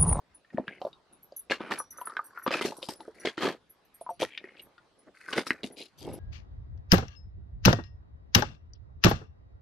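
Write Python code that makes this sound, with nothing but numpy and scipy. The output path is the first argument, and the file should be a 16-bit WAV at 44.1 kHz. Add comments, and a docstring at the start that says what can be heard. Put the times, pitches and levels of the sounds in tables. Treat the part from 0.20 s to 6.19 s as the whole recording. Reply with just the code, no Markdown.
"""A dry desert trail: a walker steps over loose stones, with small metal tags jingling nearby.
Tags and struck stones are decaying modes; grit, sand and sole are filtered trains of random clicks.
Tags and stones also echo off nearby rocks. Still air is faint shaped noise with slow patches,
and two puffs of wind are low noise, independent at the two ports."""
import sys
import numpy as np
from scipy import signal
from scipy.fft import rfft, irfft
from scipy.io import wavfile
from scipy.ndimage import uniform_filter1d

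SR = 44100
rng = np.random.default_rng(int(sys.argv[2]) if len(sys.argv) > 2 else 0)


def output_pcm(signal):
    """Save a mono or channel-first signal as 16-bit PCM at the path in sys.argv[1].

    Samples are clipped to [-1, 1] before scaling.
    """
    pcm = np.clip(np.atleast_2d(signal).T, -1, 1) * 32767
    wavfile.write(sys.argv[1], SR, np.round(pcm).astype(np.int16))


N = 264159  # samples


def gain_of(db):
    """Level law: amplitude ratio from decibels."""
    return 10 ** (np.asarray(db) / 20)


def evened(x):
    """Normalisation by power: rms 1."""
    return x / np.sqrt(np.mean(x ** 2) + 1e-20)


def smoothed(x, width):
    """Low-pass filtering by two moving averages along time."""
    return uniform_filter1d(uniform_filter1d(x, width), width)


def read(points, hz):
    """Interpolation on a logarithmic frequency axis."""
    f, value = np.transpose(points)
    return np.interp(np.log(hz + 1), np.log(f + 1), value)


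def panned(x, pan_db):
    """Interaural level difference: positive leans left."""
    return x * gain_of(np.array([[.5], [-.5]]) * pan_db)


def add(mix, s, sound):
    """Superposition: adds a sound starting at s seconds."""
    part = mix[:, round(s * SR):][:, :sound.shape[1]]
    part += sound[:, :part.shape[1]]


def paired(z, other, likeness, hz):
    """Partial coherence: left and right spectra from a shared part and a differing part."""
    same = np.clip(read(likeness, hz), 0, 1)[:, None]
    shared = np.sqrt((1 + same) / 2) * z
    apart = np.sqrt((1 - same) / 2) * other
    return np.array([shared + apart, shared - apart])


# spectrum of the still air before scaling to AIR_DB: f/Hz, level/dB [per Hz]
AIR_SPECTRUM = [(20, 12), (100, -5), (480, -4), (1050, -7), (2500, -17), (4500, -18), (7100, -30),
                (10100, -31), (12800, -43), (15500, -41)]
# left-right likeness of the air: f/Hz, likeness [0 to 1]
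AIR_LIKENESS = [(30, 0.11), (200, 0.86), (8000, 0.15)]
AIR_DB = -62


def air():
    """Stationary random noise: faint hiss and rumble with patches drifting in time and frequency."""
    frames, hz = N // 256 + 5, np.fft.rfftfreq(1024, 1 / SR)
    a, b, c, d, patches = rng.standard_normal((frames, 513, 5)).T
    patches = evened(uniform_filter1d(uniform_filter1d(patches, 12, 0), 14, 1))
    level_db = read(AIR_SPECTRUM, hz)[:, None] + 2.54 * patches
    z = paired(a + 1j * b, c + 1j * d, AIR_LIKENESS, hz) * gain_of(level_db)
    noise = signal.istft(z, nperseg=1024, noverlap=768)[1][:, :N]
    return gain_of(AIR_DB) * evened(noise)


# tags touching: t/s [3 ms after the ring begins], then level/dB of each of five groups of tag modes
TAG_TOUCHES = [(0.1463, -67.5, -100, -95, -92, -99), (0.928, -69.5, -93, -97, -99, -99),
               (1.029, -92, -62, -97, -99, -99), (1.1656, -57.5, -50.5, -86, -66, -95),
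               (1.1902, -56.5, -64, -84, -78, -95), (1.5863, -51, -63, -57, -85, -55.5),
               (1.707, -67, -56.5, -69, -64, -64.5), (1.774, -65.5, -63, -83, -61.5, -85),
               (1.807, -67, -61, -76, -78, -95), (1.855, -52.5, -64, -57, -89, -87),
               (2.042, -71, -66, -62.5, -98, -81), (2.058, -67, -65, -65, -91, -78),
               (2.1873, -95, -69, -93, -92, -80), (2.229, -70, -55, -81, -79, -71),
               (2.364, -69, -83, -59, -67, -80), (2.5686, -65.5, -69, -61, -90, -75),
               (2.7566, -71.5, -89, -89, -90, -90), (2.805, -72.5, -90, -95, -92, -99),
               (2.998, -69, -97, -84, -78, -67), (3.497, -76, -63.5, -94, -95.5, -99),
               (3.6514, -100, -79.5, -99, -97, -99), (3.7434, -78, -66.5, -63.5, -97, -93),
               (3.81, -67, -73, -62.5, -92, -99), (3.8994, -93, -73, -65.5, -91, -76),
               (3.9316, -80, -86, -84, -96, -99), (4.419, -78, -61.5, -62, -99, -99),
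               (4.788, -77.5, -102, -99, -99, -99), (5.5214, -70, -73, -86, -100, -99),
               (5.7865, -76, -70, -85, -69, -80), (5.9314, -65.5, -68, -78, -85, -79)]
# tag modes: group [index], f/Hz, level/dB [relative], t60/s
TAG_MODES = [(0, 10370, 5.5, 0.061), (0, 9980, 22.5, 0.085), (1, 11630, 19.5, 0.1),
             (1, 10760, -22.5, 0.069), (2, 8860, -10, 0.041), (2, 8640, 15.5, 0.076), (3, 6065, 30, 0.043),
             (4, 5800, 11.5, 0.2), (4, 14400, -5, .14), (4, 14630, 26, .08)]
TAG_PAN_DB = -1.5
# phase lead of each mode at the left and right ports [cycles]: 0 and 14 microseconds
PORT_PHASE = np.array([[0], [1.4e-5]]) * np.transpose(TAG_MODES)[1]


def jingles():
    """Modal vibration: each touch rings the tags' modes, and continued brushing makes them flutter."""
    out, t = np.zeros((2, N)), np.arange(7000) / SR
    group, hz, db, t60 = np.transpose(TAG_MODES)[..., None]
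    group = np.round(group).astype(int)
    swell = 1 - np.exp(-(t / 0.0053) ** 2)
    modes = gain_of(db - 60 * t / t60) * np.exp(2j * np.pi * hz * t) * swell
    for s, *group_db in TAG_TOUCHES:
        a, b = smoothed(rng.standard_normal((2, len(TAG_MODES), len(t))), 150)
        flutter = 1 + 0.59 * (evened(a) + 1j * evened(b))
        ringing = gain_of(np.array(group_db)[group]) * modes * flutter
        phase = PORT_PHASE + 0.27 * rng.random((2, len(TAG_MODES)))
        ports = np.exp(2j * np.pi * phase)
        add(out, s - .003, panned((ports @ ringing).imag, TAG_PAN_DB))
    return out


# scatter off nearby rocks: f/Hz, t60/s
ROCK_DECAY = [(100, 0.086), (2000, 0.075), (8000, 0.082)]
# left-right likeness of echoes and footfalls: f/Hz, likeness [0 to 1]
LIKENESS = [(30, 0.1), (70, 0.78), (140, 0.43), (300, 0.94), (1000, 0.99), (2500, 0.94), (4500, 0.47),
            (12000, 0.27)]


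def rocks(x):
    """Scattering: sparse echoes of random sign, each band decaying at its own rate."""
    taps = np.zeros((2, 8000))
    at = np.arange(100, 7900, 20) + rng.integers(0, 20, (2, 390))  # one tap in every 20 samples
    np.put_along_axis(taps, at, rng.choice([-1., 1.], at.shape), 1)
    hz, t, z = signal.stft(taps, SR, nperseg=256)
    decay = gain_of(-60 * t / read(ROCK_DECAY, hz)[:, None])
    z = paired(z[0], z[1], LIKENESS, hz) * decay
    tail = signal.istft(z, SR, nperseg=256)[1]
    return signal.oaconvolve(x, tail / np.linalg.norm(tail[0]), axes=1)[:, :N]


# modes of a struck stone before detuning: multiple of its pitch [ratio], level/dB [relative]
STONE_MODES = [(1.0, 10), (1.27, -3.5), (.81, -1)]


def ring(t, hz, t60, rise_cycles, detune):
    """Damped modal vibration: a few modes around one pitch, detuned so that no two blows are alike."""
    modes = 0
    for (multiple, db), d in zip(STONE_MODES, detune):
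        mode_hz = hz * multiple * (1 + .12 * (d - .5))
        modes = modes + gain_of(db) * np.sin(2 * np.pi * mode_hz * t)
    return modes * gain_of(-60 * t / t60) * (1 - np.exp(-(t * hz / rise_cycles) ** 2))


def hump(hz, centre_hz, octaves, skirt_db):
    """Band-pass response in dB: a bell on the octave scale, with a low skirt on the treble side."""
    x = np.log2((hz + 1) / centre_hz)
    bell = np.exp(-(x / octaves) ** 2 / 2)
    skirt = gain_of(skirt_db - 23 * abs(x)) * (1 + np.tanh(3 * x)) / 2
    return 20 * np.log10(bell + skirt + 1e-5)


# stone on stone: t/s, clack level/dB, clack f/Hz, thud level/dB, thud f/Hz, chip level/dB
STONE_KNOCKS = [(0.247, -62.5, 1763, -76, 296, -65), (0.303, -58, 1845, -71, 298, -63),
                (0.344, -58, 675, -23.5, 233, -55), (0.374, -40, 1775, -36, 355, -53),
                (0.382, -18.5, 638, -26.5, 350, -48), (0.396, -33, 580, -25.5, 270, -58),
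                (0.48, -31.5, 1733, -32.5, 192, -28.5), (0.616, -30.5, 753, -37, 604, -34.5),
                (0.65, -31.5, 610, -28.5, 575, -43.5), (0.667, -35, 630, -34, 568, -53),
                (0.73, -52, 3650, -61, 300, -71), (1.122, -60, 5000, -40.5, 535, -64),
                (1.299, -32, 2570, -38, 322, -41), (1.309, -27.5, 2550, -23.5, 524, -34),
                (1.319, -24, 1650, -41, 260, -25), (1.405, -38, 980, -27.5, 320, -34),
                (1.51, -27, 1230, -29, 394, -27), (1.601, -30, 1140, -42.5, 505, -52),
                (1.784, -43, 1305, -50.5, 524, -56), (1.814, -36, 1032, -59, 590, -44.5),
                (1.872, -31.5, 1340, -48, 395, -44), (1.897, -42, 1153, -65, 410, -51),
                (1.968, -25, 1510, -45, 380, -30), (1.992, -26.5, 1192, -60, 380, -57),
                (2.175, -35, 1390, -63, 371, -54), (2.264, -21.5, 1126, -23, 530, -31),
                (2.277, -23, 1190, -20, 280, -16), (2.307, -29.5, 1190, -24.5, 529, -18.5),
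                (2.343, -27, 1270, -34, 514, -26), (2.411, -26.5, 1270, -22.5, 400, -24),
                (2.45, -32, 810, -16.5, 394, -23), (2.521, -35, 890, -43, 580, -46),
                (2.628, -37.5, 3560, -34.5, 515, -20.5), (2.688, -30.5, 861, -28.5, 308, -29.5),
                (2.805, -43.5, 900, -47, 287, -42), (2.879, -44, 610, -33.5, 448, -63),
                (3.05, -26.5, 654, -22.5, 485, -37), (3.072, -27, 2210, -20, 416, -18),
                (3.178, -31.5, 1370, -23.5, 309, -40), (3.248, -25.5, 790, -22, 370, -37),
                (3.269, -26, 1130, -34, 310, -22), (3.812, -40, 671, -54, 632, -57.5),
                (3.864, -40, 961, -74, 600, -72), (3.891, -32.5, 882, -80, 556, -62),
                (3.905, -36.5, 692, -86, 565, -61), (4.019, -20.5, 570, -33, 563, -22),
                (4.028, -25, 863, -18.5, 490, -12.5), (4.176, -41, 1940, -65, 271, -20),
                (4.241, -42, 1840, -37, 387, -44), (4.287, -54.5, 2110, -65, 400, -63),
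                (4.395, -47.5, 2960, -73, 400, -55), (4.58, -54, 1470, -71, 320, -55.5),
                (5.086, -33.5, 1474, -48, 447, -46), (5.132, -27, 1470, -30, 417, -20),
                (5.18, -23, 2000, -21, 240, -36), (5.267, -34.5, 1260, -39, 258, -27),
                (5.306, -14, 2000, -17.5, 272, -11.5), (5.433, -34, 3730, -28.5, 400, -20.5),
                (5.441, -41, 660, -26, 266, -22.5), (5.471, -53, 3700, -40, 305, -46)]
CHIP_HZ, CHIP_SPREAD_OCT = 2694, 0.43  # flakes ring from this pitch up to the spread above it
# t60 of a knock at RING_AT_DB and RING_MIDDLE_HZ; louder knocks sound shorter
RING_T60_S, RING_AT_DB, RING_HALVES_DB = 0.024, -32.5, 19.5
# bigger stones ring longer; twice as long if the clack is LOOSE_DB over the thud
RING_MIDDLE_HZ, RING_PITCH_LAW, LOOSE_DB = 975, 0.42, 46.5


def knocks():
    """Impact excitation: each knock is a clack, a thud into the ground and a short dry chip."""
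    out, t = np.zeros((2, N)), np.arange(6000) / SR
    hz = np.fft.rfftfreq(len(t), 1 / SR)
    chances = rng.random((len(STONE_KNOCKS), 8))
    noises = rng.standard_normal((len(STONE_KNOCKS), len(t)))
    for row, chance, noise in zip(STONE_KNOCKS, chances, noises):
        s, clack_db, clack_hz, thud_db, thud_hz, chip_db = row
        t60 = RING_T60_S / 2 ** ((max(clack_db, thud_db) - RING_AT_DB) / RING_HALVES_DB)
        t60 *= (RING_MIDDLE_HZ / clack_hz) ** RING_PITCH_LAW
        t60 *= 2 ** (max(clack_db - thud_db, 0) / LOOSE_DB)
        clack = gain_of(clack_db) * ring(t, clack_hz, t60, 0.7, chance[:3])
        thud = gain_of(thud_db) * ring(t, thud_hz, t60 + 0.011, 0.92, chance[3:6])
        chip_hz = CHIP_HZ * 2 ** (CHIP_SPREAD_OCT * chance[7])
        crumbs = evened(irfft(rfft(noise) * gain_of(hump(hz, chip_hz, 0.41, -27)), len(t)))
        chip = gain_of(chip_db - 60 * t / (0.42 * t60)) * crumbs * (1 - np.exp(-t / 0.00076))
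        # the flake rings on
        chip += gain_of(chip_db - 12.0 - 60 * t / t60) * np.sin(2 * np.pi * chip_hz * t)
        clack_pan_db = .3 + 6.8 * (chance[6] - .5)
        add(out, s, panned(clack, clack_pan_db) + panned(chip, 2.8) + thud)
    return out


def grains(per_s, spread_db, hiss, size, count=1):
    """Granular noise: clicks of very uneven size over a little hiss."""
    force = gain_of(spread_db * np.minimum(rng.exponential(1, (count, 1, size)), 4))
    force = force * (rng.random(force.shape) < per_s / SR)
    return (evened(force) + hiss) * rng.standard_normal((count, 2, size))


def pebbles(hz, lowest_hz, octaves, sharpness, count):
    """Resonance: each pebble rings briefly at its own pitch; together they cover the span."""
    place = (np.arange(count) + rng.random(count))[:, None, None] / count
    own_hz = lowest_hz * 2 ** (octaves * place)
    return 0.21 + 1 / (1 + 1j * sharpness * (hz / own_hz - own_hz / (hz + 1)))


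def coloured(clicks, colour, hz):
    """Linear filtering: colours pairs of click trains, sums them over both ports, rms 1."""
    z = (rfft(clicks) * colour).reshape(-1, 2, len(hz)).sum(0)
    ports = paired(z[0][:, None], z[1][:, None], LIKENESS, hz)[..., 0]
    return evened(irfft(ports, clicks.shape[-1]))


# the sole grinding: start t/s, length/s, share of length before the peak [held within 0.02 to 0.98],
# grit level/dB, grit f/Hz, sole thud level/dB, fine sand level/dB
SOLE_SCUFFS = [(0.323, 0.034, 0.26, -60.5, 1590, -48, -69.5), (0.362, 0.082, 0.15, -55.5, 984, -44, -79),
               (0.467, 0.11, 0.096, -48, 2050, -49, -71), (0.601, 0.091, 0.72, -48.5, 914, -49.5, -62.5),
               (0.91, 0.025, 0.91, -83, 1130, -56.5, -96), (1.297, 0.045, 0.54, -25.5, 1697, -30.5, -48.5),
               (1.394, 0.18, 0.1, -42, 1260, -43.5, -67), (1.503, 0.047, 0.38, -28.5, 1390, -30.5, -44),
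               (1.562, 0.064, 0.33, -43, 1095, -58, -55.5), (1.716, 0.26, 0.83, -48.5, 1320, -58, -67),
               (1.962, 0.25, 0.11, -54, 1190, -65.5, -71.5), (2.143, 0.12, 0.14, -46.5, 1390, -61.5, -71),
               (2.26, 0.051, 0.2, -33.5, 1390, -42, -67), (2.304, 0.092, 0.28, -28.5, 1546, -33, -47.5),
               (2.41, 0.038, 0.18, -29.5, 1566, -30, -39), (2.447, 0.052, 0.27, -36.5, 1970, -30.5, -35.5),
               (2.528, 0.21, 0.16, -55.5, 988, -54, -59), (2.617, 0.055, 0.21, -50.5, 3530, -57, -47),
               (2.686, 0.028, 0.032, -40.5, 1510, -35.5, -34),
               (2.785, 0.13, 0.074, -59.5, 1375, -54.5, -65.5), (2.943, 0.19, 0.5, -52.5, 1796, -53, -61),
               (3.048, 0.044, 0.2, -30.5, 1854, -34.5, -72), (3.171, 0.047, 0.17, -35.5, 1660, -36, -80),
               (3.202, 0.11, 0.37, -30, 1576, -26, -45.5), (3.994, 0.059, 0.47, -32, 1890, -37.5, -43),
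               (4.081, 0.11, 0.64, -48.5, 2370, -62.5, -73), (4.188, 0.23, 0.2, -56, 1935, -56.5, -77.5),
               (4.36, 0.05, 0.9, -52.5, 2940, -63, -70), (4.418, 0.1, 0.55, -73, 1400, -60.5, -81),
               (4.86, 0.034, 0.56, -59, 1380, -48.5, -87), (4.942, 0.19, 0.65, -51, 1730, -68, -61),
               (5.073, 0.048, 1, -42, 1510, -46.5, -50), (5.123, 0.026, 0.39, -29, 1660, -38.5, -45.5),
               (5.155, 0.049, 0.64, -28.5, 1610, -24.5, -37.5), (5.258, 0.041, 0.24, -41, 1980, -47.5, -37),
               (5.305, 0.099, 0.09, -50.5, 1690, -49, -66), (5.43, 0.047, 0.2, -48, 3200, -42.5, -49.5),
               (5.501, 0.046, 0.066, -63, 1870, -45.5, -81), (5.561, 0.092, 0.4, -44, 3290, -46.5, -51),
               (5.775, 0.09, 0.55, -52, 3400, -55.5, -53.5), (5.812, 0.23, 0.37, -58.5, 1400, -37.5, -61)]
# relative spectrum of the sole thud: f/Hz, level/dB [per Hz]
SOLE_SPECTRUM = [(30, -39.5), (80, -23.5), (200, -4), (350, 0.5), (550, -3.5), (900, -14.5), (1500, -49),
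                 (4000, -75)]
# relative spectrum of the fine sand: f/Hz, level/dB [per Hz]
SAND_SPECTRUM = [(2500, -13), (4800, -0.5), (7000, -11), (10000, -8), (12300, -13.5), (13600, -40)]
TREAD_DB = -44.5  # sole thud of a middling tread
# width of the grit under a middling tread; a heavier tread crushes all sizes
GRIT_OCT, GRIT_OCT_PER_DB = 0.752, 0.13
# under a light tread the grains stand apart, under a heavy one hiss fills the gaps
FILL_DB_PER_DB = 0.33
# finer grit sounds further left
GRIT_PAN_DB, GRIT_PAN_DB_PER_OCT, GRIT_MIDDLE_HZ = 1.1, 3, 1590
RISE_DB, EASE_DB = -10.5, -9.5  # a press starts and ends this far under its peak


def grind():
    """Friction of grains: under each press pebbles crack, the sole thuds in lumps and sand hisses."""
    out = np.zeros((2, N))
    for s, length, before, grit_db, grit_hz, sole_db, sand_db in SOLE_SCUFFS:
        octaves = np.clip(GRIT_OCT + GRIT_OCT_PER_DB * (sole_db - TREAD_DB), .4, 1)
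        fill = gain_of(FILL_DB_PER_DB * (sole_db - TREAD_DB))
        pan_db = GRIT_PAN_DB + GRIT_PAN_DB_PER_OCT * np.log2(grit_hz / GRIT_MIDDLE_HZ)
        size = 16384 if length > .125 else 8192
        t, hz = np.arange(size) / SR, np.fft.rfftfreq(size, 1 / SR)

        grit_colour = pebbles(hz, grit_hz / 2 ** (1.5 * octaves), 3.214 * octaves, 27.0, count=6)
        grit_colour = grit_colour * gain_of(hump(hz, grit_hz, octaves, -29))
        grit = coloured(grains(160, 2.9, 0.46 * fill, size=size, count=6), grit_colour, hz)
        sand_colour = pebbles(hz, 3760, 1.78, 32.0, count=4) * gain_of(read(SAND_SPECTRUM, hz))
        sand = coloured(grains(400, 2.7, 0.4 * fill, size=size, count=4), sand_colour, hz)
        sole = coloured(grains(300, 3.05, 1.0, size=size), gain_of(read(SOLE_SPECTRUM, hz)), hz)

        u, before = np.clip(t / length, 0, 1), np.clip(before, .02, .98)
        rising_db = RISE_DB * (1 - u / before)
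        easing_db = EASE_DB * (u - before) / (1 - before)
        press = gain_of(np.where(u < before, rising_db, easing_db))
        press *= 1 - np.exp(-t / 0.003)
        press *= gain_of(-60 * np.maximum(t - length, 0) / 0.14)

        # uneven load, partly common to grit, sand and sole
        slips = smoothed(rng.standard_normal((3, size)), 250)
        slips = gain_of(4.0 * np.tanh(evened(slips + .6 * slips[0]) / 1.5))
        high = gain_of(grit_db) * slips[0] * grit + gain_of(sand_db) * slips[1] * sand
        low = gain_of(sole_db) * slips[2] * sole
        add(out, s, press * (panned(high, pan_db) + low))
    return out


# puffs of wind on the ports: middle t/s, width/s [standard deviation], level/dB
WIND_PUFFS = [(4.031, 0.033, -52), (5.91, 0.065, -38.5)]
# relative spectrum of the wind: f/Hz, level/dB [per Hz]
WIND_SPECTRUM = [(20, -12), (75, 0), (160, -8), (600, -39.5), (2500, -80)]


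def wind():
    """Incoherent turbulence noise: lumpy low puffs, unrelated at the two ports."""
    t, hz = np.arange(N) / SR, np.fft.rfftfreq(N, 1 / SR)
    noise = rfft(rng.standard_normal((2, N)))
    rumble = evened(irfft(noise * gain_of(read(WIND_SPECTRUM, hz)), N))
    puffs = sum(gain_of(db) * np.exp(-((t - s) / width) ** 2 / 2) for s, width, db in WIND_PUFFS)
    return rumble * puffs


def scene():
    """Superposition of all sources, with tags and stones also scattered off the rocks."""
    stones, tags = knocks(), jingles()
    echoes = rocks(gain_of(-7) * stones + gain_of(-9.5) * tags)
    return stones + tags + grind() + echoes + air() + wind()


# microphone response: f/Hz, level/dB
MIC_RESPONSE = [(20, -26.5), (60, -8), (130, -3), (11800, -1.5), (13000, -3), (15500, -28)]
EDGE_HZ = 15500


def record(dry):
    """Transducer response: the microphone loses deepest bass and top treble; then the band limit."""
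    hz = np.fft.rfftfreq(N, 1 / SR)
    heard = irfft(rfft(dry) * gain_of(read(MIC_RESPONSE, hz)), N)
    low_pass = signal.firwin(511, EDGE_HZ, window=("kaiser", 9), fs=SR)
    return signal.oaconvolve(heard, low_pass[None], "same")


dry = scene()
out = record(dry)
output_pcm(out)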